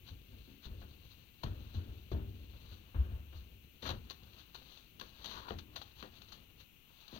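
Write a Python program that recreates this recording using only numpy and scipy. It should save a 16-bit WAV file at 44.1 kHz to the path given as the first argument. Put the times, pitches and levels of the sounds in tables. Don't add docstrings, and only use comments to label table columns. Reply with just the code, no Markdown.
import sys
import numpy as np
from scipy import signal
from scipy.fft import rfft, irfft, next_fast_len
from scipy.io import wavfile

SR = 44100
rng = np.random.default_rng(int(sys.argv[2]) if len(sys.argv) > 2 else 0)


def file_out(sig):
    cols = np.atleast_2d(sig).T
    lim = np.clip(cols, -1, 1)
    pcm = np.round(lim * 32767).astype(np.int16)
    wavfile.write(sys.argv[1], SR, pcm)


N = 317299
T = np.arange(N) / SR

# (frequency [Hz], level [dB])
FRAME_SPECTRUM = [(15, -14.5), (30, -5.5), (43, -2), (55, 7), (72, -4), (100, 2), (130, -10.5), (200, -27),
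                  (500, -68.5)]
# (frequency [Hz], level [dB])
SHEET_SPECTRUM = [(70, -27), (130, 4.5), (230, 0), (400, -5), (600, -13.5), (1000, -29.5), (1800, -25),
                  (4000, -47)]
# (frequency [Hz], level [dB])
DULL_SPECTRUM = [(100, -16), (300, -10.5), (600, -2), (1050, 2), (1500, -2.5), (2100, -2), (3000, -17.5),
                 (8000, -21.5)]
# (frequency [Hz], level [dB])
CRISP_SPECTRUM = [(600, -3), (1500, 3), (2400, -0.5), (4000, 1.5), (7000, 5), (16000, -5.5)]


def undb(db):
    return 10 ** (np.asarray(db) / 20)


def unit(x):
    return x / np.sqrt(np.mean(x ** 2))


def colour(x, points):
    size = 2 * next_fast_len(len(x) // 2 + 2048)
    hz, db = np.transpose(points)
    bin_hz = np.maximum(np.arange(size // 2 + 1) * SR / size, 1)
    response_db = np.interp(np.log(bin_hz), np.log(hz), db)
    cepstrum = irfft(np.log(undb(response_db)))
    cepstrum[1:size // 2] *= 2
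    cepstrum[size // 2 + 1:] = 0
    response = np.exp(rfft(cepstrum))
    return irfft(rfft(x, size) * response, size)[:len(x)]


def noise(points):
    return unit(colour(rng.standard_normal(N), points))


def fade(t, t60):
    return np.exp(-np.log(1000) * t / t60)


def grains(pressure, points, per_s, spread_db):
    sizes = undb(spread_db * np.minimum(rng.exponential(size=N), 4))
    happens = rng.random(N) < per_s / SR
    clicks = unit(happens * sizes * rng.choice([-1, 1], N))
    return colour(clicks * pressure, points) / np.std(colour(clicks, points))


def boom(t, hz, load_s, steep=9.6, ring_hz=70.6, ring_db=-14, ring_t60=1.84):
    swell = (t / load_s * np.exp(1 - t / load_s)) ** steep
    ring = (1 - np.exp(-(t / load_s) ** 2)) * fade(t, ring_t60)
    phase = 2 * np.pi * (t - load_s)
    swing = swell * np.cos(hz * phase)
    box = undb(ring_db) * ring * np.cos(ring_hz * phase)
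    return np.sqrt(2) * (swing + box)


def panels(t, scatter_db=3, detune=0.009):
    # (frequency [Hz], relative level [dB], 60 dB decay time [s])
    wall_modes = [(117.3, -4.5, 0.89), (152, -23, 0.39), (203.8, 7, 0.69), (224.8, 2.5, 0.75),
                  (243, 0.5, 0.68), (272, -3, 0.79), (309.6, -1.5, 0.87), (347.8, -0.5, 0.3),
                  (395, -10, 0.69), (456, -13.5, 0.26), (540, -22, 0.15), (685.3, -2.5, 0.17),
                  (723, -28, 0.067), (910, -7, 0.31), (1090, -34, 0.78), (1323, -42, 0.17)]
    hz, db, t60 = np.transpose(wall_modes)[:, :, None]
    strength, shift, sign = rng.standard_normal((3, len(wall_modes), 1))
    gain = undb(db + scatter_db * strength) * np.sign(sign)
    mode_hz = hz * (1 + detune * shift)
    rings = gain * fade(t, t60) * np.sin(2 * np.pi * mode_hz * t)
    return rings.sum(axis=0) / np.sqrt(np.sum(gain ** 2) / 2)


def trailer():
    # (time [s], boom drive [dB], boom pitch [Hz],
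    # time for the weight to come down [s], panel drive [dB], knock drive [dB])
    blows = [(.092, -45.5, 83, .034, -70, -76), (.32, -51, 103, 0.014, -56.5, -67),
             (.472, -69, 77, .04, -52, -70), (.648, -37, 48, 0.0222, -52, -78),
             (.697, -45, 63, 0.028, -71, -74), (.815, -61, 70, 0.031, -57.5, -55),
             (1.435, -33.5, 131, .011, -45.5, -51), (1.468, -39, 92, .05, -55, -62),
             (1.742, -30.5, 86.6, .038, -48, -57), (1.868, -44, 64, 0.014, -53, -84),
             (2.116, -31, 75, .045, -37.5, -52), (2.164, -46, 73, 0.035, -56, -64),
             (2.531, -50, 67, 0.023, -79, -62), (2.706, -44.5, 91.5, 0.026, -58, -64),
             (2.944, -25, 67.6, .056, -50.5, -49.5), (3.098, -39, 69, .047, -59, -72),
             (3.325, -41.5, 74, 0.0534, -65, -56.5), (3.826, -47, 81, 0.0197, -49.5, -47),
             (3.853, -41, 71.5, .025, -56, -40.5), (3.892, -45, 72, 0.037, -46.5, -40),
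             (5.013, -68, 80, 0.018, -61, -51.5), (5.258, -68, 70, .043, -51.5, -59),
             (5.511, -44, 86.5, .05, -45, -48), (5.961, -57, 70, 0.024, -62.5, -73),
             (6.026, -71, 60, .04, -56.5, -46), (7.126, -70, 80, 0.032, -46.5, -62)]
    # (frequency [Hz], level [dB])
    knock_spectrum = [(100, -6), (250, 0.5), (450, 1), (900, -3.5), (1400, -2.5), (1900, -6), (3000, -16.5),
                      (8000, -55)]
    out = np.zeros(N)
    frame, sheet, knock = noise(FRAME_SPECTRUM), noise(SHEET_SPECTRUM), noise(knock_spectrum)
    for s, boom_db, boom_hz, load_s, panel_db, knock_db in blows:
        start = int(s * SR)
        span = slice(start, start + SR)
        t = T[span] - T[span][0]
        contact_s = np.clip(0.0009 * undb(0.64 * (-42.5 - knock_db)), .0006, .018)

        shudder_db = panel_db + 0.53 * (boom_db - panel_db) + 2.0
        shudder = undb(shudder_db) * frame[span] * (1 - np.exp(-t / 0.0064)) * fade(t, 0.71)

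        clatter = sheet[span] * (fade(t, 0.14) + undb(-15.0) * fade(t, 1.0))
        walls = undb(panel_db) * (clatter + undb(-3.0) * panels(t))

        knock_decay = undb(2.5) * fade(t, 0.15) + undb(-20.5) * fade(t, 0.25)
        contact = undb(knock_db) * knock[span] * knock_decay

        fittings = undb(-0.5) * sheet[span] + undb(-5.5) * knock[span]
        shaking = (1 - np.exp(-(t / load_s) ** 2)) * fade(t, 0.62)
        rattle = undb(-19.5) * fittings * shaking
        floor = undb(boom_db) * (boom(t, boom_hz, load_s) + rattle)

        onset = 1 - np.exp(-t / contact_s)
        out[span] += (floor + shudder + walls + contact) * onset
    return out


def clops():
    # (time [s], pitch [Hz], ring drive [dB], 60 dB decay time at the pitch [s])
    strikes = [(1.4345, 970, -42, 0.039), (1.4355, 640, -42.5, 0.026), (1.463, 1334, -51, 0.035),
               (2.117, 416, -43.5, 0.046), (2.1173, 820, -52, 0.054), (2.148, 660, -49.5, .046),
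               (2.946, 654, -58.5, 0.14), (3.865, 940, -41, 0.03), (3.893, 750, -42, 0.033),
               (4.553, 1010, -46, 0.017), (5.013, 1084, -41.5, .027), (5.4845, 957, -39.5, 0.029),
               (5.5065, 1230, -36, 0.015), (5.5085, 467, -34, .023), (5.519, 763, -45.5, 0.028),
               (5.816, 827, -45, 0.024), (6.027, 1380, -37, .006), (6.045, 505, -54.5, 0.096),
               (7.129, 320, -49, 0.043), (7.163, 630, -51, .05)]
    # (multiple of the pitch [ratio], relative level [dB])
    hoof_modes = [(1, 3), (1.47, -1), (2.4, -5), (3.2, -50)]
    out = np.zeros(N)
    t = T[:SR // 8]
    onset = 1 - np.exp(-t / 0.00012)
    for s, hz, db, t60 in strikes:
        ring = np.zeros(len(t))
        for ratio, mode_db in hoof_modes:
            decay = fade(t, t60 / np.sqrt(ratio))
            ring += undb(mode_db) * np.sin(2 * np.pi * hz * ratio * t) * decay
        start = int(s * SR)
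        out[start:start + len(t)] += (np.sqrt(2) * undb(db) * ring * onset)[:N - start]
    return out


def drag():
    # (time [s], level [dB])
    drag_levels = [(5.24, -72), (5.30, -77), (5.38, -47.5), (5.43, -61), (5.47, -49), (5.50, -52),
                   (5.52, -69)]
    # (frequency [Hz], level [dB])
    drag_spectrum = [(350, -5), (700, -16), (1030, 3.5), (1250, -6), (1600, -5), (2600, -27)]
    s, db = np.transpose(drag_levels)
    pressure = np.interp(T, s, undb(db), left=0, right=0)
    return grains(pressure, drag_spectrum, per_s=1300, spread_db=2.0)


def scuff(s, rise_s, fade_s, db, ground_db, ground_slope=0.55):
    distance = np.maximum((s - T) / rise_s, (T - s) / fade_s)
    power = np.exp(-2 * np.minimum(distance, 20))
    packed_db = db + ground_slope * (db - ground_db)
    return undb([[db], [packed_db]]) ** 2 * power


def scuffs(crumble_db=-15, crumble_s=0.034):
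    # (time [s], peak level [dB], fade [s])
    crunches = [(1.435, -37, 0.0055), (2.117, -48.5, 0.013), (3.825, -44, 0.026), (3.892, -36.5, 0.0081),
                (3.904, -34.5, 0.0094), (4.1, -43, 0.007), (4.108, -39.5, 0.0085), (4.334, -53, 0.0023),
                (4.548, -45.5, .021), (4.774, -49, 0.0067), (4.998, -38, .003), (5.013, -37.5, 0.0035),
                (5.246, -38.5, .006), (5.259, -35.5, 0.0042), (5.488, -49, 0.036), (5.587, -43, 0.01),
                (5.7609, -37, 0.014), (5.817, -43.5, 0.0095), (6.0267, -40, 0.00056), (6.22, -47.5, 0.0066),
                (6.3215, -46, 0.027), (7.0805, -46.5, 0.0033)]
    # (time of peak [s], fade [s], peak level [dB])
    slides = [(0.086, 0.026, -53), (.652, 0.016, -48), (.815, 0.026, -59), (1.119, 0.026, -58.5),
              (1.755, 0.031, -53.5), (2.725, 0.04, -56.5), (3.372, 0.044, -58), (3.872, .02, -39.5),
              (4.397, .028, -54.5), (4.719, 0.098, -55.5), (5.314, 0.076, -45.5), (6.001, 0.026, -51),
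              (6.168, .03, -58), (6.292, .014, -54.5), (6.609, .02, -55), (7.02, 0.081, -59),
              (7.157, 0.05, -51)]
    crunch_ground_db, slide_ground_db = -25, -36
    power = np.zeros((2, N))
    for s, fade_s, db in slides:
        power += scuff(s, 0.89 * fade_s, fade_s, db, slide_ground_db)
    for s, db, fade_s in crunches:
        rise_s = min(0.0017, 0.34 * fade_s)
        power += scuff(s, rise_s, fade_s, db, crunch_ground_db)
        power += scuff(s, rise_s, crumble_s, db + crumble_db, crunch_ground_db)
    crisp, dull = np.sqrt(power)
    crackle = grains(crisp, CRISP_SPECTRUM, per_s=4000, spread_db=3.0)
    ground = grains(dull, DULL_SPECTRUM, per_s=2000, spread_db=4.5)
    return crackle + ground


def shifting(unrest_db=3.0, walls_db=-36, walls_follow=0.5):
    # (time [s], level [dB])
    rocking = [(0, -54), (.95, -62.5), (1.35, -66), (1.6, -49), (2.05, -59), (2.3, -51), (2.85, -58.5),
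               (3.1, -52.5), (3.55, -58.5), (3.78, -64), (4.0, -54), (4.35, -62), (4.95, -67.5),
               (5.15, -57.5), (5.55, -54.5), (6.1, -61), (6.75, -66.5), (7.19, -68)]
    # (time [s], dull bedding level [dB], crisp straw and snow level [dB])
    rustle = [(0, -84, -76.5), (.45, -80, -66.5), (.9, -78, -70.5), (1.35, -79, -71), (1.65, -66.5, -64.5),
              (2.2, -83, -72), (2.7, -71, -64.5), (3.05, -65, -74.5), (3.72, -88, -75.5),
              (4.05, -67, -63.5), (4.62, -71.5, -69.5), (4.95, -83, -85), (5.08, -70, -62),
              (5.38, -57, -60), (5.66, -70, -78), (5.88, -65, -61.5), (6.65, -78.5, -79.5),
              (7.19, -60, -72)]
    rocking_db = np.interp(T, *np.transpose(rocking))
    s, dull_db, crisp_db = np.transpose(rustle)
    unrest = undb(unrest_db * noise([(1, 1.0), (12, -13.5), (30, -13.5), (200, -108)]))
    frame = unrest * undb(rocking_db)
    sheet = unrest * undb(walls_db + walls_follow * rocking_db)
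    dull = unrest * undb(np.interp(T, s, dull_db))
    crisp = unrest * undb(np.interp(T, s, crisp_db))
    straw = grains(dull, DULL_SPECTRUM, per_s=3000, spread_db=2.0)
    straw = straw + grains(crisp, CRISP_SPECTRUM, per_s=3000, spread_db=2.5)
    return frame * noise(FRAME_SPECTRUM) + sheet * noise(SHEET_SPECTRUM) + straw


def yard_echo(x, t60=0.2, wet_db=-19):
    t = T[:SR // 2]
    tail = colour(rng.standard_normal(len(t)), [(60, -12.5), (300, 7.5), (1500, 0), (5000, -5), (15000, -12)])
    tail = tail * fade(t, t60) * (1 - np.exp(-t / 0.013))
    tail = tail / np.sqrt(np.sum(tail ** 2))
    return undb(wet_db) * signal.fftconvolve(x, tail)[:N]


def scene():
    # (frequency [Hz], level [dB])
    yard_spectrum = [(15, 5.5), (60, 3.5), (130, 1.5), (300, -6), (700, -22.5), (1500, -21), (5000, -70)]
    horse = trailer() + clops() + drag() + scuffs() + shifting()
    shared_rumble = undb(-70) * noise(yard_spectrum)
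    channels = []
    for _ in range(2):
        own_rumble = undb(-69) * noise(yard_spectrum)
        channels.append(horse + yard_echo(horse) + shared_rumble + own_rumble)
    return np.array(channels)


def record(dry):
    # (frequency [Hz], level [dB])
    left_response = [(20, -2.5), (40, -2), (1500, 0), (2200, -5.5), (2800, 7), (4100, 12), (4600, 5),
                     (5100, -11), (6200, -3), (6800, -13.5), (7500, -28), (10500, -20.5), (12300, -9.5),
                     (13200, -12), (14500, -3), (15800, -12.5)]
    # (frequency [Hz], level [dB])
    right_response = [(20, -4), (40, -5), (110, -4.5), (200, -7.5), (380, -8), (700, -9), (1200, -13),
                      (1600, -18), (2400, -23), (4000, -39), (16000, -68)]
    # (frequency [Hz], level [dB])
    hiss_spectrum = [(100, -27), (1800, -15), (2200, -6.5), (2800, 3), (3300, -5.5), (4300, -15),
                     (5000, -29), (6200, -14), (7400, -35.5), (11000, -27.5), (13200, -15), (13950, -7),
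                     (14140, -1.5), (14330, -4), (15800, -10.5)]
    top_hz = 15800
    left = colour(dry[0], left_response) + undb(-61.5) * noise(hiss_spectrum)
    right = np.interp(T - .00007, T, colour(dry[1], right_response))
    electronic_floor = undb(-76.0) * rng.standard_normal((2, N))
    out = np.array([left, right]) + electronic_floor
    low_pass = signal.ellip(10, .2, 70, top_hz, fs=SR, output="sos")
    return signal.sosfilt(low_pass, out)


dry = scene()
out = record(dry)
file_out(out)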